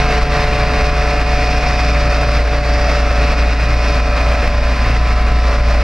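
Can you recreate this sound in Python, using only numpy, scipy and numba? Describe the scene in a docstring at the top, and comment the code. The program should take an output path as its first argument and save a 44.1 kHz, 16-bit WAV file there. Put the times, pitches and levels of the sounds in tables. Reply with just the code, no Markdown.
"""Crane truck at fast idle

A six-cylinder diesel drives the crane's hydraulic pump in an open yard. The exhaust drones, the block
clatters in surges, the pump whines and hisses; its tones swell and fade as the listener walks past.
Gusts rumble on the microphone, the machine's level dips briefly, a limiter snaps down on the peaks."""
import sys
import numpy as np
from scipy import signal
from scipy.fft import rfft, irfft, next_fast_len
from scipy.io import wavfile
from numba import njit

SR = 44100
rng = np.random.default_rng(int(sys.argv[2]) if len(sys.argv) > 2 else 0)


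def unload_audio(sound):
    """Save the sound as a 16-bit wav file, at the path given as the first command line argument."""
    columns = np.transpose(np.atleast_2d(sound))
    # keep every value between -1 and 1, then stretch to whole-number steps
    steps = np.round(np.clip(columns, -1, 1) * 32767)
    wavfile.write(sys.argv[1], SR, steps.astype(np.int16))


N = 257103
TIME = np.arange(N) / SR
FIRING_HZ, PUMP_HZ, FAN_HZ = 57.0, 145.5, 29.9


def exhaust(clock_s, firing_db=1.16, orders_db=0.66, unsteady_db=3.0, chug_db=1.0):
    """Three firings a crank turn make the drone; unequal cylinders add whole and half orders."""
    # firing tone along the walk: t/s, level/dB
    firing_levels = [(0, -15), (.6, -18.5), (.95, -15.5), (2.0, -13), (2.9, -13.5), (3.55, -13),
                     (4.45, -14), (5.2, -13.2), (5.8, -11.5)]
    # higher exhaust tones: multiple of crank speed, level/dB
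    orders = [(4.5, -43.5), (6, -32.5), (7.5, -38.5), (9, -40.5), (10, -43), (10.5, -49), (11, -48),
              (12, -40), (13, -38.5), (13.5, -43), (14, -41), (15, -42.5), (16, -43.5), (17, -51.5),
              (25, -46.5), (32, -44.5), (34, -55), (35, -41), (36, -54)]
    crank_turns = clock_s * FIRING_HZ / 3
    firing_gain = amp(firing_db + chug_db * drift(16)) * curve(firing_levels)
    drone = firing_gain * tone(clock_s * FIRING_HZ + rng.random())
    for order, db in orders:
        gain = amp(db + orders_db + unsteady_db * drift(2.4))
        drone += gain * tone(crank_turns * order + rng.random())
    return drone


def pump_whine(clock_s, leading_db=2.0, buzz_db=3.5, scatter=0.94):
    """Each piston stroke is a sharp pressure pulse; yard echoes shift its harmonics along the walk."""
    # spectrum of the weaker harmonics: f/Hz, level/dB
    buzz_spectrum = [(870, -40), (1160, -39.5), (1550, -42), (2000, -40.5), (2200, -41), (2760, -42),
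                     (2950, -50), (3250, -60.5), (3900, -52.5), (4750, -47), (5250, -48), (5900, -56),
                     (7000, -77)]
    strokes, leading = clock_s * PUMP_HZ, leading_harmonic_gains()
    whine, buzz = np.zeros(N), np.zeros(N)
    for k in range(1, 46):
        # low harmonics ring through the chassis and lose their step; high ones arrive together
        turns = k * strokes + rng.random() * (k < 14)
        if k in leading:
            whine += leading[k] * tone(turns + 0.033 * drift(1.5))
        else:
            paths = unit(1 + scatter * (drift(1.9) + 1j * drift(1.2)))  # direct sound + echoes
            gain = amp(at_hz(buzz_spectrum, k * PUMP_HZ)) * abs(paths)
            buzz += gain * tone(turns + np.angle(paths) / (2 * np.pi))
    return amp(leading_db) * whine + receding(buzz_db, fade_db_per_s=0.86) * buzz


def leading_harmonic_gains():
    """Direct sound and echo slide in and out of step for each leading pump harmonic."""
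    # 4th and 5th harmonics along the walk: t/s, level/dB
    fourth = [(0, -32), (.35, -27.5), (1.35, -25.5), (1.6, -33), (2.0, -24.5), (2.95, -24), (3.6, -32),
              (3.9, -28.5), (4.6, -26), (5.15, -45), (5.55, -27)]
    fifth = [(0, -24), (.7, -25.5), (1.55, -23), (2.1, -28), (3.05, -27.7), (3.65, -33), (4.35, -28.5),
             (4.7, -36.5), (5.2, -28), (5.75, -33.5)]
    # the others: harmonic, start level/dB, fade/(dB/s), echo/direct ratio, beat period/s, trough t/s
    beating = [(1, -25.0, 2.5, 0.2, 3.5, 0.647), (2, -34, 1.5, 0.59, 5.3, 0.08),
               (3, -28, 2.25, 0.2, 2.4, 1.95), (7, -37.5, 0, 0.62, 5.1, 2.6),
               (9, -39, -0.5, 0.55, 1.05, 2.6), (17, -32.5, 1, .55, 2.48, 2.78),
               (18, -36, 2.1, .6, 4.2, 0.86)]
    gains = {4: curve(fourth), 5: curve(fifth)}
    for k, start_db, fade_db_per_s, echo, period_s, trough_s in beating:
        interference = abs(1 - echo * np.exp(2j * np.pi * (TIME - trough_s) / period_s))
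        gains[round(k)] = receding(start_db, fade_db_per_s) * interference
    return gains


def engine_block(clock_s, knock=0.36, decay_firings=0.626, uneven=0.43, flutter_db=0.87):
    """Every firing knocks the block a little differently, over the steady churn of gears and fan air."""
    # spectra of block clatter, panel ring and low boom: f/Hz, level/dB
    clatter_spectrum = [(150, -22), (360, -8.5), (480, -4), (660, -7), (880, -8), (1100, -3.5), (1300, -3),
                        (1500, -5), (2000, -5), (2650, -7), (2950, -17.5), (4500, -18), (7000, -30.5),
                        (15500, -50)]
    panel_spectrum = [(200, -63), (440, -16), (550, -5), (660, -0.5), (740, -4.5), (840, -13.5),
                      (2000, -50)]
    boom_spectrum = [(40, -15), (90, 4), (150, 3), (260, -1), (350, -15), (500, -11), (1200, -38),
                     (5000, -80)]
    # panel ring along the walk: t/s, level/dB
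    panel_levels = [(0, -26), (.95, -28.5), (1.4, -26.5), (2.6, -28), (3.05, -26.5), (3.55, -30),
                    (3.95, -26), (4.65, -27), (5.15, -31.5), (5.7, -27)]
    firings = clock_s * FIRING_HZ + 1
    index = firings.astype(int)
    per_cylinder = rng.standard_normal(6)[index % 6]
    per_firing = rng.standard_normal(index[-1] + 1)[index]
    force = 1 + uneven * (per_cylinder + per_firing)
    knocks = 1 + knock * force * np.exp(-(firings % 1) / decay_firings)
    flutter = amp(flutter_db * drift(17))
    clatter = receding(-19.0, fade_db_per_s=0.68) * noise(clatter_spectrum, knocks * flutter)
    panels = amp(-0.5) * curve(panel_levels) * noise(panel_spectrum, knocks)
    boom = receding(-26.5, fade_db_per_s=1.0) * noise(boom_spectrum, knocks)
    return clatter + panels + boom


def cooling_fan(clock_s, level_db=-21.0, unsteady_db=1.5, smear_turns=0.12):
    """The fan's slight imbalance throbs once a turn."""
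    gain = amp(level_db - unsteady_db * drift(2.8))
    return gain * tone(clock_s * FAN_HZ + smear_turns * drift(1.7) + rng.random())


def oil_hiss(clock_s, spurt=0.99, decay_strokes=0.3, flutter_db=1.83):
    """Oil spurts through the pump's ports at every stroke and sizzles in the valve block."""
    # spectra of port hiss and valve sizzle: f/Hz, level/dB
    hiss_spectrum = [(800, -20), (2600, -1.5), (3200, -4), (3600, -0.5), (4200, -0.5), (5000, -4.5),
                     (6000, -9.5), (7200, -22.5), (8800, -22.5), (10300, -27), (11000, -37), (13000, -33),
                     (15500, -42)]
    valve_spectrum = [(2000, -52), (4100, -26), (4700, -3), (5350, -2), (5900, -10.5), (6800, -22.5),
                      (12000, -54.5)]
    # valve sizzle along the walk: t/s, level/dB
    valve_levels = [(0, -32.5), (.7, -36.5), (1.7, -30), (2.68, -34.5), (2.8, -27.5), (3.05, -34),
                    (3.55, -35.5), (3.95, -34.5), (5.1, -39), (5.83, -36)]
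    spurts = 1 + spurt * np.exp(-(clock_s * PUMP_HZ % 1) / decay_strokes)
    spurts *= amp(flutter_db * drift(20))
    hiss = receding(-29.5, fade_db_per_s=1.18) * noise(hiss_spectrum, spurts)
    sizzle = amp(-1.1) * curve(valve_levels) * noise(valve_spectrum, spurts)
    return hiss + sizzle


def wind(rumble_db=-23.5, buffet_db=-31.0, gust_rumble_db=-1.5, gust_buffet_db=2.0, eddy_db=3.0):
    """A light breeze rumbles on the microphone; gusts swell it and buffet it higher up."""
    # spectra of rumble and buffeting: f/Hz, level/dB
    rumble_spectrum = [(2, -24.5), (10, -7), (22, 3), (40, -6), (62, -4), (100, -22.5), (160, -32),
                       (400, -47), (2000, -92)]
    buffet_spectrum = [(30, -14), (70, 6.5), (90, -0.5), (130, -0.5), (200, -13), (400, -40), (2000, -80)]
    # gusts: t/s, half length/s, rumble level/dB, buffet level/dB
    gusts = [(.02, 0.065, -19, -32), (0.227, .04, -12, -32), (0.513, 0.11, -17, -23.5),
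             (0.824, 0.074, -15, -27), (1.39, 0.034, -21, -30), (2.37, 0.053, -30, -35),
             (2.795, .05, -24, -29), (3.635, .1, -25, -29), (4.525, .07, -13.5, -23),
             (5.238, 0.12, -17, -33.5), (5.741, .05, -12, -39.5)]
    eddies = amp(eddy_db * drift(10))
    rumble_power, buffet_power = amp(rumble_db) ** 2, amp(buffet_db) ** 2
    for t_s, half_length_s, low_db, high_db in gusts:
        gust = bump(t_s, half_length_s)
        rumble_power += amp(gust_rumble_db + low_db) ** 2 * gust
        buffet_power += amp(gust_buffet_db + high_db) ** 2 * gust
    rumble = np.sqrt(rumble_power) * noise(rumble_spectrum, eddies)
    buffet = np.sqrt(buffet_power) * noise(buffet_spectrum, eddies)
    return rumble + buffet


def surge_gain():
    """The engine's clatter swells briefly."""
    # surges: t/s, half length/s, rise/dB
    surges = [(0.095, 0.032, 1.5), (1.663, 0.03, 0.5), (2.133, .03, 0.5), (2.373, 0.064, 3.5),
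              (2.93, 0.063, 3.5), (3.964, 0.032, 0.5), (4.221, 0.026, 2.5), (4.321, .03, 4.5),
              (4.455, 0.057, 2.5), (4.744, 0.044, 1.5), (5.497, 0.066, 1.5), (5.72, .035, 4.5)]
    return amp(sum(db * bump(t_s, half_length_s) for t_s, half_length_s, db in surges))


def dip_gain(fall_s=0.015, recovery_s=0.09):
    """The machine's level falls quickly at each dip and creeps back."""
    # dips: t/s, nominal depth/dB
    dips = [(.19, 5), (.444, 2.5), (.64, 3.5), (.893, 6), (1.22, 6), (1.896, 3.0), (2.24, 3.5), (2.42, 6),
            (2.585, 3.8), (3.002, 2), (3.333, 2.5), (3.53, 6), (3.732, 0.5), (4.0, 6.5), (4.35, 3),
            (4.58, 3.5), (4.97, 4), (5.13, 5), (5.56, 5.5)]
    down_db = np.zeros(N)
    for t_s, depth_db in dips:
        age_s = np.maximum(TIME - t_s, 0)
        down_db += depth_db * np.minimum(age_s / fall_s, 1) * np.exp(-age_s / recovery_s)
    return amp(-down_db)


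def noise(spectrum, envelope):
    """Stereo noise of rms 1, pulsed by an envelope, then rung through a spectrum."""
    # stereo image: f/Hz, left-right correlation
    correlations = [(100, 1), (1000, 1), (2500, 1), (5000, 0.9), (8000, .87), (14000, 0.97)]
    size = next_fast_len(N)
    hz = np.fft.rfftfreq(size, 1 / SR)
    mid, side = rfft(rng.standard_normal((2, N)) * envelope, size) * amp(at_hz(spectrum, hz))
    correlation = np.clip(at_hz(correlations, hz), 0, 1)
    mid, side = mid * np.sqrt(1 + correlation), side * np.sqrt(1 - correlation)
    return unit(irfft(np.array([mid + side, mid - side]), size)[:, :N])


def drift(rate_hz):
    """Random wander, rms about 1, low-passed at rate_hz."""
    frames_s = np.arange(4096) / 300
    hz = np.fft.rfftfreq(len(frames_s), frames_s[1])
    slow = irfft(rfft(rng.standard_normal(len(frames_s))) / np.sqrt(1 + (hz / rate_hz) ** 4))
    return np.interp(TIME, frames_s, unit(slow))


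def tone(turns):
    """Cosine of rms 1."""
    return np.sqrt(2) * np.cos(2 * np.pi * turns)


def curve(points):
    """Gain along a table of t/s, level/dB."""
    return amp(np.interp(TIME, *np.transpose(points)))


def receding(start_db, fade_db_per_s):
    """Gain of a source as the listener walks away."""
    return amp(start_db - fade_db_per_s * TIME)


def bump(t_s, half_length_s):
    """Gaussian swell of height 1."""
    return np.exp(-((TIME - t_s) / half_length_s) ** 2)


def at_hz(points, hz):
    """Table value, interpolated over log frequency."""
    points_hz, values = np.transpose(points)
    return np.interp(np.log(hz + 1), np.log(points_hz + 1), values)


def amp(db):
    """Decibels to gain."""
    return 10 ** (np.asarray(db) / 20)


def unit(x):
    """Scale to rms 1."""
    return x / np.sqrt(np.mean(abs(x) ** 2) + 1e-20)


@njit
def limiter_gain(level, ceiling, step, recovery_s, lag_samples):
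    """The gain drops one step just after a peak passes the ceiling, then creeps back."""
    gains, gain, due = np.ones(len(level)), 1.0, -1
    for n in range(len(level)):
        if n > due and level[n] * gain > ceiling:
            due = n + lag_samples
        if n == due:
            gain *= step
        gain += (1 - gain) / (recovery_s * SR)
        gains[n] = gain
    return gains


def scene():
    """Engine, fan and pump share one shaft, which the governor holds almost steady."""
    clock_s = np.cumsum(1 + 0.0007 * drift(1.5)) / SR
    surge, dip = surge_gain(), dip_gain()
    clatter = surge * engine_block(clock_s)
    pump = pump_whine(clock_s) + surge ** 0.64 * oil_hiss(clock_s)
    drone = surge ** 0.43 * exhaust(clock_s, curve_free := 1.16) + cooling_fan(clock_s)
    # the clatter dips most, the pump less, the deep drone least
    return dip * clatter + dip ** 0.85 * pump + dip ** 0.4 * drone + wind()


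def record(dry):
    """Two close microphone ports, a stepping peak limiter and a band limit; the bass is mono."""
    mono_below_hz, edge_hz = 420, 15750
    left, right = np.append(dry[0, 0], dry[0, :-1]), dry[1]  # left port one sample later
    highpass = signal.butter(3, mono_below_hz, "highpass", fs=SR, output="sos")
    mid = (left + right) / 2
    side = 0.9 * signal.sosfiltfilt(highpass, (left - right) / 2)
    ports = np.array([mid + side, mid - side]) * signal.windows.tukey(N, 100 / N)
    gain = limiter_gain(abs(ports).max(0), ceiling=0.65, step=amp(-1.2), recovery_s=0.1, lag_samples=24)
    lowpass = signal.firwin(801, edge_hz, window=("kaiser", 9), fs=SR)
    return signal.oaconvolve(ports * gain, lowpass[None], "same")


dry = scene()
out = record(dry)
unload_audio(out)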